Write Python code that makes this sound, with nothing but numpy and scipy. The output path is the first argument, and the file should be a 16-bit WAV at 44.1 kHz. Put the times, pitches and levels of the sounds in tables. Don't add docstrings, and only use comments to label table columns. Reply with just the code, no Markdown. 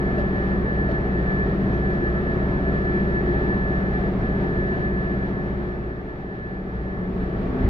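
import sys
import numpy as np
from scipy import signal
from scipy.fft import rfft, irfft, next_fast_len
from scipy.io import wavfile
from scipy.ndimage import uniform_filter1d, map_coordinates

SR = 44100
rng = np.random.default_rng(int(sys.argv[2]) if len(sys.argv) > 2 else 0)


def dump(signal):
    limited = np.clip(np.atleast_2d(signal).T, -1, 1)
    pcm = np.round(limited * 32767).astype(np.int16)
    wavfile.write(sys.argv[1], SR, pcm)


N = 339129
TIME = np.arange(N) / SR

# frequency in Hz, relative level in dB per Hz.
TYRE_COLOUR = [(300, -28.5), (480, 0.5), (610, 1), (760, 0.5), (880, -4.5), (1000, -8.5), (1200, -8),
               (1550, -15), (1850, -11), (2200, -19), (3000, -37), (5000, -75.5)]


def amp(db):
    return 10 ** (np.asarray(db) / 20)


def unit(x):
    return x / np.sqrt(np.mean(x ** 2) + 1e-20)


def along(points, hz):
    f, v = np.transpose(points)
    return np.interp(np.log(hz + 1), np.log(f + 1), v)


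def curve(points):
    seconds, values = np.transpose(points)
    return np.interp(TIME, seconds, values)


def wobble(rate):
    coarse = TIME[::32]
    knots = rng.standard_normal(int(N * rate / SR) + 4)
    smooth = map_coordinates(knots, [coarse * rate])
    return np.interp(TIME, coarse, smooth)


def angle(hz):
    return 2 * np.pi * np.cumsum(hz) / SR


def swell(at, width):
    return np.exp(-((TIME - at) / width) ** 2)


def filtered(x, response):
    m = next_fast_len(N + 8192)
    hz = np.fft.rfftfreq(m, 1 / SR)
    return irfft(rfft(x, m) * response(hz), m)[..., :N]


def tone(phase, side_db):
    start = rng.uniform(0, 2 * np.pi)
    shift = np.arctan(amp(side_db))
    return np.sqrt(2) * np.sin([phase + start + shift, phase + start - shift])


def rush(spectrum, texture=unit):
    # frequency in Hz, side level against mid in dB.
    noise_width = [(40, -20.5), (150, -24.5), (220, -9.5), (280, -25.5), (420, -6.5), (700, -7.5),
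                   (1000, 0), (1500, 5), (2500, 0), (6500, 0.5), (8500, -15), (14000, -2.5)]

    def shape(hz):
        mid_and_side = np.array([np.ones_like(hz), amp(along(noise_width, hz))])
        return amp(along(spectrum, hz)) * mid_and_side

    mid, side = filtered(texture(rng.standard_normal((2, N))), shape)
    return unit(np.array([mid + side, mid - side]))


def patchy(x, size=1024):
    patch_db, patch_hz, patch_s = 1.7, 130, .06
    hz, t, z = signal.stft(x, SR, nperseg=size)
    field = rng.standard_normal(z.shape[1:])
    field = uniform_filter1d(field, round(patch_hz / hz[1]), axis=0)
    field = uniform_filter1d(field, round(patch_s / t[1]), axis=1)
    back = signal.istft(z * amp(patch_db * unit(field)), nperseg=size)[1]
    return unit(back[:, :N])


def road(crank):
    # frequency in Hz, relative level in dB per Hz.
    rumble_colour, cabin_colour = [(10, -2), (22, 5), (35, 8), (52, 15), (66, 8.5), (82, 7), (105, 10),
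                                   (130, 13.5), (170, -1), (300, -61)], [(90, -32), (160, -9.5), (220, -1.5), (255, -5),
                                                   (285, -8), (320, -2.5), (380, -2.5), (450, -8),
                                                   (520, -19), (900, -77)]
    # frequency in Hz, relative level in dB per Hz.
    air_and_hiss_colour = [(1200, -27.5), (2300, 1), (2900, -3.5), (3600, -6), (4600, -13), (5500, -19.5),
                           (6000, -23), (6600, -26.5), (7800, -39), (9500, -40.5), (12000, -29.5),
                           (15000, -29)]
    rumble_db, cabin_db, tyre_db, air_and_hiss_db = -32.5, -31, -36, -51.5
    rough_s = 7.2
    rough = swell(rough_s, .12)
    shudder = swell(rough_s, .57)
    throb = unit(1 + .25 * np.cos(crank) + .2 * np.cos(8 * crank))
    surface = wobble(14)
    rumble = amp(rumble_db + 6.5 * rough) * rush(rumble_colour)
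    cabin = amp(cabin_db + 2.5 * shudder + .46 * surface) * throb * rush(cabin_colour)
    tyres = amp(tyre_db - shudder + .58 * surface) * rush(TYRE_COLOUR, texture=patchy)
    air_and_hiss = amp(air_and_hiss_db + .78 * surface) * rush(air_and_hiss_colour)
    return rumble + cabin + tyres + air_and_hiss


def thin_tone(hz, db, side_db):
    unsteady_hz = hz * (1 + .0015 * wobble(15))
    return amp(db + 3.3 * wobble(10)) * tone(angle(unsteady_hz), side_db)


def faint_tones():
    # frequency in Hz, level in dB.
    lasting_tones = [(1147, -61), (1330, -57.5), (1552, -63), (1762, -60), (2345, -68.5), (2570, -71),
                     (5556, -83.5)]
    # start in seconds, end in seconds, first Hz, last Hz, level in dB.
    gliding_tones = [(.15, 1.7, 1866, 1855, -52.5), (2.05, 2.5, 1886, 1893, -53),
                     (6.85, 7.69, 665, 672, -46), (6.92, 7.55, 1110, 1150, -48.5),
                     (6.9, 7.1, 1980, 2150, -55)]
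    fade_s = .048
    total = sum(thin_tone(hz, db, side_db=-4.5) for hz, db in lasting_tones)
    for start, end, first, last, db in gliding_tones:
        glide_hz = np.interp(TIME, [start, end], [first, last])
        gate = np.clip(np.minimum(TIME - start, end - TIME) / fade_s, 0, 1)
        total = total + gate * thin_tone(glide_hz, db, side_db=3.5)
    return total


def boom():
    # middle in seconds, half length in seconds, frequency in Hz, level in dB.
    body_booms = [(.79, .015, 375, -26), (6.794, .07, 56.3, -27), (6.82, .24, 190, -30),
                  (7.126, .13, 180.3, -25.7), (7.199, .07, 52, -30), (7.242, .076, 189.5, -26.5),
                  (7.282, .044, 368, -33.5), (7.446, .054, 182.6, -31), (7.6, .12, 255, -31.5),
                  (7.638, .06, 33.25, -26), (7.647, .025, 92, -23.5), (7.657, .053, 58.3, -25)]
    total = 0
    for s, width, hz, db in body_booms:
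        unsteady_hz = hz * (1 + .012 * wobble(18))
        ringing = amp(1.5 * wobble(14)) * tone(angle(unsteady_hz), side_db=-20)
        total = total + amp(db) * swell(s, width) * ringing
    return total


def squeak():
    hz = 5860 + 105 * wobble(700)
    return amp(-72) * swell(1.75, .035) * tone(angle(hz), side_db=-15)


def fittings():
    # start in seconds, knock level in dB, rattle level in dB,
    # time for the rattle to fall 60 dB in seconds, bright tick level in dB.
    knocks = [(.181, -27.5, -51, .15, -63), (.194, -35.5, -58.5, .15, -72), (.355, -39, -62.5, .17, -71),
              (.888, -30, -53, .17, -72), (.912, -39, -50, .07, -80), (1.306, -40.5, -62, .17, -75),
              (1.903, -40.5, -54, .12, -68), (1.931, -40, -55.5, .17, -73), (2.848, -41.5, -57, .17, -72)]
    # frequency in Hz, level against the knock in dB, time to fall 60 dB in seconds.
    panel_modes = [(342, 1.5, 0.17), (572.5, 2.5, 0.11), (656, 3, 0.051), (1303, -11.5, 0.074),
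                   (1696, -13.5, 0.12), (2000, -23.5, 0.11), (2670, -23.5, 0.071)]
    # frequency in Hz, relative level in dB per Hz.
    rattle_colour, tick_colour = [(800, -2), (2500, 5), (4500, 2), (6500, -13), (8500, -28), (12000, -21.5),
                                  (15000, -17)], [(3000, -16), (6000, 2.5), (8500, -11), (12000, -1.5),
                                                  (15000, -0.5)]
    thud_db, thud_t60_s = -6, .05
    tick_t60_s = .13
    chatter_rad = .7
    ring = np.zeros((2, N))
    thud, shake, tick = np.zeros((3, N))
    age = np.arange(SR // 3) / SR
    rise = 1 - np.exp(-age / .00064)
    for s, knock_db, rattle_db, rattle_t60, tick_db in knocks:
        first = int(s * SR)
        span = slice(first, first + len(age))
        thud[span] += rise * amp(knock_db + thud_db - 60 * age / thud_t60_s)
        shake[span] += rise * amp(rattle_db - 60 * age / rattle_t60)
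        tick[span] += rise * amp(tick_db - 60 * age / tick_t60_s)
        for hz, db, t60 in panel_modes:
            phase = 2 * np.pi * hz * age + chatter_rad * wobble(120)[span]
            ring[:, span] += rise * amp(knock_db + db - 60 * age / t60) * tone(phase, side_db=-8.5)
    rattle = shake * rush(rattle_colour) * amp([[.5], [2.5]])
    return ring + thud * rush(TYRE_COLOUR) + rattle + tick * rush(tick_colour) + squeak()


def whine():
    # time in seconds, frequency in Hz.
    pitch = [(0, 1739), (.9, 1739.5), (1.17, 1745), (1.55, 1737), (1.85, 1740), (2.03, 1735), (2.24, 1744),
             (2.43, 1733), (2.97, 1743), (3.25, 1737), (3.6, 1741), (4.15, 1733), (4.45, 1734),
             (4.65, 1740.5), (5.3, 1737), (5.68, 1742), (6, 1737.5), (7.69, 1739)]
    # time in seconds, level in dB before flutter and dips.
    loudness = [(0, -32), (.4, -32), (.6, -35.5), (.78, -31), (1.15, -33.5), (1.37, -29.5), (1.7, -33.5),
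                (1.95, -31.5), (2.45, -33.5), (3, -31.5), (3.6, -30.5), (4, -33.5), (4.45, -35),
                (4.62, -31.5), (4.87, -30), (5.3, -34), (5.9, -35.5), (6.5, -33), (7.3, -38), (7.69, -43)]
    # middle in seconds, half length in seconds.
    brief_dips = [(1.58, 0.07), (4.15, 0.055), (6.04, 0.021), (6.64, 0.028), (7.136, 0.055), (7.49, .035)]
    # time in seconds, side level against mid in dB.
    spread = [(0, 18.5), (1.5, 22), (7.69, 23)]
    jitter_hz, flutter_db, dip_db = 2.2, 2, -12
    hz = curve(pitch) + jitter_hz * wobble(30)
    dips_db = dip_db * sum(swell(s, width) for s, width in brief_dips)
    level_db = curve(loudness) + flutter_db * wobble(25) + dips_db
    return amp(level_db) * tone(angle(hz), side_db=curve(spread))


def clatter(crank, size=4096):
    # multiple of the crank speed, relative level in dB.
    overtones = [(1, -28.5), (12, -14), (17, -6), (22, 0.5), (28, 4.5), (34, -5), (52, -14), (62, -14),
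                 (90, -14), (130, -19.5), (200, -39)]
    k = np.arange(size // 2 + 1)
    strength = amp(along(overtones, k)) * (k < 200)
    mid, side = irfft(strength * np.exp(2j * np.pi * rng.random((2, len(k)))))
    place = ((crank + .0089 * wobble(6)) / (2 * np.pi) % 1) * size

    def read(turn):
        return np.interp(place, np.arange(size + 1), np.append(turn, turn[0]))

    return unit(np.array([read(mid + .5 * side), read(mid - .5 * side)]))


def orders(shaft, table, flutter_db, jitter, swells):
    total = 0
    for k, db, side_db in table:
        flutter = flutter_db * k ** .19 * wobble(8)
        phase = k * (shaft + jitter * wobble(4))
        total = total + amp(db + swells.get(k, 0) + flutter) * tone(phase, side_db)
    return total


def engine(crank):
    # multiple of the crank speed,
    # relative level in dB, side level against mid in dB.
    firing_lines, valve_lines = [(4, -29.3, -30), (6, -50, -11), (9, -45.5, -20), (10, -34.5, -23),
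                                 (11, -44, -22), (13, -31.7, -22), (14, -37.5, -8), (15, -41.5, -6),
                                 (16, -44, -18), (18, -45, -21), (19, -44, -19), (21, -45.5, -15),
                                 (24, -36.2, -12), (25, -47, -7), (26, -45, -12), (27, -42.5, -14)], [(12, -35, -25), (29, -48, -13), (30, -50, -12),
                                                 (32, -51.5, -7), (36, -55, -8), (38, -50.5, -7),
                                                 (41, -55, -8), (44, -48, -17), (45, -51, -12),
                                                 (50, -49.5, -15), (52, -52.5, -10), (60, -57, -6),
                                                 (61, -55, -6), (73, -57.5, -4), (81, -58.5, -3),
                                                 (84, -60, -3)]
    # multiple of the pump speed, relative level in dB, side level against mid in dB.
    pump_lines = [(2, -36.5, -24), (3, -37.5, -30), (4, -42, -25), (7, -47, -25), (8, -35, -26),
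                  (14, -40, -20), (20, -45, -20), (25, -45.5, -12), (27, -45, -9), (42, -46.5, -9)]
    # time in seconds, load in dB.
    load = [(0, -0.8), (1.4, -0.7), (1.85, -0.5), (2.3, -0.1), (3.3, 0), (4.4, -1.9), (5.2, -0.5),
            (5.65, -0.5), (6.1, -4), (6.4, -5), (7.69, -5)]
    # time in seconds, change in dB.
    hum, growl = [(0, 1), (.55, 3), (1, -2), (1.55, 4), (2.25, -4.5), (2.85, 1.5), (3.3, -2.5), (3.8, 1.5),
                  (4.3, 2.5), (4.8, 0), (5.3, 3), (6, -4.5), (6.7, 4), (7.69, -2)], [(0, 3), (1.05, -0.5), (1.45, -4), (1.95, 4), (2.3, 1.5), (2.62, -2.5),
                               (2.9, 3), (3.4, 4.5), (3.7, -4), (4.6, 2), (5.15, 1), (5.8, 5), (6.25, 3.5),
                               (7.69, -2.5)]
    belt = .9462
    drone_db, valve_db, pump_db, clatter_db = 1.3, 0, -.24, -37
    swells = {13: curve(hum), 24: curve(growl)}
    drone = orders(crank, firing_lines, flutter_db=.68, jitter=.011, swells=swells)
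    valves = orders(crank, valve_lines, flutter_db=1.12, jitter=.013, swells={})
    pump = orders(belt * crank, pump_lines, flutter_db=.5, jitter=.019, swells={})
    steady = amp(valve_db) * valves + amp(pump_db) * pump + amp(clatter_db) * clatter(crank)
    return amp(drone_db + curve(load)) * drone + steady


def scene():
    # time in seconds, crank turns per second.
    crank_speed = [(0, 14.92), (.6, 14.79), (1.5, 14.73), (2.2, 14.91), (3.3, 14.84), (4.8, 14.78),
                   (5.5, 14.87), (7, 14.72), (7.69, 15.2)]
    # time in seconds, level in dB.
    overall_fade = [(0, -0.5), (4.4, -0.5), (5.4, -3.5), (6.15, -8), (6.5, -8), (7.1, -5), (7.69, 0)]
    # frequency in Hz, left level against right in dB.
    cabin_lean = [(60, -.5), (140, 1), (200, 1), (260, 0.5), (380, 3), (520, -1.5), (850, 1), (1500, -1.6),
                  (3400, 4), (4100, -2.5), (7000, 0)]
    crank = angle(curve(crank_speed))
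    mix = road(crank) + faint_tones() + boom() + fittings() + whine() + engine(crank)

    def lean(hz):
        return amp(along(cabin_lean, hz) * np.array([[.5], [-.5]]))

    return amp(curve(overall_fade)) * filtered(mix, lean)


def record(dry):
    top_hz = 15720
    return filtered(dry, lambda hz: hz < top_hz)


dry = scene()
out = record(dry)
dump(out)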